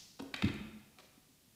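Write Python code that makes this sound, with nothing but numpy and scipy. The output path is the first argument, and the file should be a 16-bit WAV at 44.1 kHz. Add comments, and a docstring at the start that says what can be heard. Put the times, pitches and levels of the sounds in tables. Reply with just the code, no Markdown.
"""A thin hiss fades, then claws scuff and a ramp knocks: a cat twists round on a carpeted cat tree.
It strikes two sharp clacks on the wood, bumps the tree with a hollow thump, then pads about its base.
Ramp and tree ring in damped modes; claws snap past carpet fibres, and paws push out a few dull cycles.
One microphone hears it all in a bare, quiet room with a wooden floor, near enough for each blow
to arrive distinctly before the room rings after it."""
import sys
import numpy as np
from scipy import signal
from scipy.fft import rfft, irfft
from scipy.io import wavfile

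SR = 44100
rng = np.random.default_rng(int(sys.argv[2]) if len(sys.argv) > 2 else 0)


def generate_wav(sig):
    """Save sig (samples, or channels by samples) to the path in sys.argv[1] as 16-bit PCM at SR."""
    pcm = np.round(np.clip(np.atleast_2d(sig).T, -1, 1) * 32767).astype(np.int16)
    wavfile.write(sys.argv[1], SR, pcm)


N = 68355

# Room tone and the opening hiss. Each row: frequency in Hz, relative level in dB.
ROOM_TONE_COLOUR = [(20, -57), (45, -25), (110, -6), (280, -5), (400, -12), (750, -18), (1600, -19.5),
                    (3500, -15.5), (6000, -17), (10000, -18.5), (15000, -19.5)]
HISS_COLOUR = [(800, -13), (1500, -17.5), (2400, -10), (3200, -6), (4800, 0.5), (6000, -0.5), (9000, -14.5),
               (15000, -23)]
# How long the bare room rings. Each row: frequency in Hz, t60 in seconds.
ROOM_T60 = [(80, 0.35), (220, 0.28), (500, 1.12), (1000, 1.17), (2400, 0.91), (4000, 0.95), (7000, 0.77),
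            (14000, 1.4)]
# Reverberation at the microphone. Each row: frequency in Hz, relative level in dB.
ROOM_COLOUR = [(60, -1), (120, -39), (220, -10.5), (350, 0.5), (520, 5), (900, -4), (2400, 1), (4000, -5),
               (7000, -1), (14000, -3)]
# Rumble of the cat's shifting weight. Each row: frequency in Hz, relative level in dB.
SHIFT_COLOUR = [(25, -8), (60, 0.5), (100, 3), (200, 2), (300, -10.5), (450, -37), (1500, -82)]
# The rumble's rise and fall. Each row: time in seconds, level in dB.
SHIFT_LEVEL = [(0, -67), (.15, -73), (.4, -61), (.55, -52.5), (.83, -67), (1.0, -73.5), (1.55, -77)]
# Soft low pulses: paw steps and swells of the ring after the thump.
# Each row: start in seconds, level in dB, pitch in Hz, time to peak in seconds.
LOW_PULSES = [(.218, -55, 92, .007), (.338, -58, 203, 0.0043), (.4315, -31, 155, .007),
              (.522, -40.5, 93, 0.012), (.606, -39, 206, 0.0069), (.722, -49.5, 213, 0.025),
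              (.975, -63, 197, 0.0089), (1.176, -54.5, 244, 0.0038), (1.288, -66, 271, .01),
              (1.328, -69, 255, 0.0047), (1.444, -79, 183, 0.0037), (1.477, -62, 204, 0.0044)]
# Claws in the carpet. Each row: start in seconds, level in dB, length in seconds, tilt in dB per octave.
SCUFFS = [(.190, -48, 0.018, -1), (.2212, -55.5, 0.0058, 17), (.362, -50.5, 0.0048, 4),
          (.388, -64, 0.054, -1), (.538, -60.5, .006, 10), (.984, -60.5, 0.031, 0.5),
          (1.01, -70.5, 0.069, 3.5)]
# Hard taps on wood. Each row: start in seconds, relative strength in dB, crunch decay in seconds,
# tilt in dB per octave.
CLACKS = [(.3394, -36, 0.0032, -2), (.3412, -30.5, .0032, -0.27), (.3635, -53, 0.0077, 0),
          (.4225, -28.5, 0.0031, -1.56), (.4425, -69, .005, -4), (.4465, -38.5, 0.0028, -1),
          (.470, -46.5, 0.0088, 1.5), (.481, -40.5, 0.006, 0), (.487, -42, 0.0016, -3),
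          (.9858, -51, 0.00098, 2), (1.0455, -67.5, 0.0026, -5.5)]
# Spectra of a scuff and a tap before tilting. Each row: frequency in Hz, relative level in dB.
SCUFF_COLOUR = [(150, -6), (500, 4.5), (1000, 4), (2000, -6.5), (4000, -2), (6000, -11), (10000, -20.5),
                (15000, -37)]
CLACK_COLOUR = [(100, -30.5), (280, -5), (500, -11.5), (750, -6.5), (1400, -4), (1950, -3.5), (2500, 0),
                (3000, -7), (3600, -2.5), (4500, -9.5), (5600, -21.5), (7000, -21.5), (10000, -29.5),
                (15000, -33)]
# Blows on the ramp and the tree. Each row: start in seconds, gain in dB, bass cut-off in Hz.
RAMP_KNOCKS = [(.2002, -40, 220), (.2225, -47, 120), (.3455, -48, 200), (.9915, -62, 616)]
TREE_THUMPS = [(.4349, -18.5, 25.2), (.514, -44, 40)]
# Modes of the ramp, the tree, the tapped wood and a faintly humming panel.
# Each row: frequency in Hz, relative level in dB, t60 in seconds, swell time in seconds.
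RAMP_MODES = [(257, 9.5, 0.048, .0015), (272.7, 6.5, 0.2, 0.043), (359, -11, 0.18, 0.0012),
              (523, -21, 0.026, 0.0012), (750, -8, 0.019, 0.0012), (940, 2, 0.016, 0.00013)]
TREE_MODES = [(44.5, -35, .3, .012), (92.9, -11.5, 0.3, 0.06), (103, 16.5, 0.083, 0.035),
              (135.9, -15, 0.37, 0.0067), (195.8, 11, 0.052, 0.01), (200.6, -13.5, 0.48, 0.09),
              (216.7, -14.5, .6, 0.093), (278.4, -18, 0.364, 0.0068), (302.5, -5.5, 0.097, 0.0067),
              (348.4, -7.5, 0.15, 0.039)]
WOOD_MODES = [(1320, -29.5, 0.019, 0.00077), (2656, -18, 0.015, 0.00071), (3610, -26.5, 0.015, 0.00077),
              (4540, -28.5, 0.0058, 0.00027)]
PANEL_MODES = [(746, -64, 0.5, .003)]


def amp(db):
    """Decibels to gain."""
    return 10 ** (np.asarray(db) / 20)


def unit_rms(x):
    """Scales to unit rms."""
    return x / np.sqrt(np.mean(x ** 2) + 1e-20)


def read(points, hz):
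    """Reads a table on a log-frequency axis."""
    f, value = np.transpose(points)
    return np.interp(np.log(hz + 1), np.log(f + 1), value)


def add(mix, start_s, sound):
    """Adds a sound at a time."""
    part = mix[max(round(start_s * SR), 0):][:len(sound)]
    part += sound[:len(part)]


def noise(colour):
    """Steady noise of a given colour."""
    gain = amp(read(colour, np.fft.rfftfreq(N, 1 / SR)))
    return unit_rms(irfft(rfft(rng.standard_normal(N)) * gain, N))


def colour_filter(colour, tilt_db, size=2048):
    """Causal response of unit energy with a given colour, tilted about 2 kHz."""
    hz = abs(np.fft.fftfreq(size, 1 / SR))
    octaves = np.log2(np.maximum(hz, 200) / 2000)
    log_gain = np.log(amp(read(colour, hz) + tilt_db * octaves))
    minimum_phase = np.exp(np.conj(signal.hilbert(log_gain)))
    response = np.fft.ifft(minimum_phase).real[:size // 2]
    return response / np.linalg.norm(response)


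def room_tone(t, tone_db=-67.5, hiss_db=-55, hiss_t60=0.89):
    """The quiet room's steady background, with a thin hiss dying away at the start."""
    return amp(tone_db) * noise(ROOM_TONE_COLOUR) + amp(hiss_db - 60 * t / hiss_t60) * noise(HISS_COLOUR)


def reflections(gap_s=0.0021, build_s=0.006, size=512):
    """Dense reflections build up just behind the direct sound, then die at their own speed in each band."""
    hz, t, bands = signal.stft(rng.choice([-1., 1.], N), SR, nperseg=size)
    t60 = np.maximum(read(ROOM_T60, hz), .05)[:, None]
    decay = amp(read(ROOM_COLOUR, hz)[:, None] - 60 * t / t60)
    equal_energy = np.sqrt(2 * np.log(1000) / (t60 * SR))
    tail = signal.istft(bands * decay * equal_energy, SR, nperseg=size)[1][:N]
    since_gap = np.maximum(np.arange(N) / SR - gap_s, 0)
    return tail * (1 - np.exp(-since_gap / build_s))


def room_ring(direct, t, cycle_s=.24, patterns=3):
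    """Three reflection patterns crossfade in turn, keeping the room's tail smooth and free of tones."""
    shares = [np.maximum(np.cos(2 * np.pi * (t / cycle_s + k / patterns)), 0) for k in range(patterns)]
    shares /= np.linalg.norm(shares, axis=0)
    return sum(signal.fftconvolve(direct * share, reflections())[:N] for share in shares)


def weight_shift(t):
    """The base rumbles as the cat shifts its weight."""
    return amp(np.interp(t, *np.transpose(SHIFT_LEVEL))) * noise(SHIFT_COLOUR)


def low_pulse(db, hz, peak_s):
    """A few dull cycles rise and fall: a paw step, or a swell of the ring after the thump."""
    t = np.arange(SR // 4) / SR
    envelope = (t / peak_s * np.exp(1 - t / peak_s)) ** 2
    return amp(db) * envelope * np.sin(2 * np.pi * hz * t)


def scuff(db, length_s, tilt_db, grain_db=3):
    """A short stroke of carpet fibres snapping past a claw."""
    n = int(length_s * SR)
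    friction, roughness = rng.standard_normal((2, N))[:, :n]
    grains = unit_rms(friction * amp(grain_db * roughness) * np.sqrt(np.hanning(n)))
    return amp(db) * signal.fftconvolve(grains, colour_filter(SCUFF_COLOUR, tilt_db))


def frame_ring(modes, cut_hz):
    """Damped modes swell as a blow spreads through the frame; a lighter blow stirs less bass."""
    t = np.arange(SR) / SR
    motion = np.zeros(SR)
    for hz, db, t60, swell_s in modes:
        swell = 1 - np.exp(-(t / swell_s) ** 2)
        motion -= amp(db - 60 * t / t60) * swell * np.sin(2 * np.pi * hz * t)
    return signal.sosfilt(signal.butter(2, cut_hz, "high", fs=SR, output="sos"), motion)


def clack(db, decay_s, tilt_db, crunch=1.77, rise_s=0.0012, contact_s=.0008):
    """One hard contact and a quick crunch of smaller ones, coloured by the wood, which rings briefly."""
    t = np.arange(SR // 20) / SR
    force = rng.standard_normal(len(t)) * np.exp(-t / decay_s) * (1 - np.exp(-t / rise_s))
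    force *= crunch / np.linalg.norm(force)
    force[round(contact_s * SR)] += 1  # the hard contact
    tap = signal.fftconvolve(force, colour_filter(CLACK_COLOUR, tilt_db))
    wood = frame_ring(WOOD_MODES, cut_hz=520)[:len(tap)]
    return amp(db) * 10 * (tap / np.linalg.norm(tap) + .5 * wood)


def scene():
    """At the microphone, in mono: the cat's blows and steps, the room's answer and the room tone."""
    t = np.arange(N) / SR
    background = room_tone(t)
    cat = weight_shift(t)
    for events, source in ((CLACKS, clack), (SCUFFS, scuff), (LOW_PULSES, low_pulse)):
        for start_s, *settings in events:
            add(cat, start_s, source(*settings))
    for blows, modes in ((TREE_THUMPS, TREE_MODES), (RAMP_KNOCKS, RAMP_MODES)):
        for start_s, db, cut_hz in blows:
            add(cat, start_s, amp(db) * frame_ring(modes, cut_hz))
    add(cat, 0.97, frame_ring(PANEL_MODES, cut_hz=520))  # a panel hums on past the last taps
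    return (cat + room_ring(cat, t) + background)[None]


def record(dry, edge_hz=15600):
    """The recorder's band limit takes off the highest treble."""
    lowpass = signal.firwin(511, edge_hz, window=("kaiser", 7), fs=SR)
    return signal.oaconvolve(dry, lowpass[None], "same")


dry = scene()
out = record(dry)
generate_wav(out)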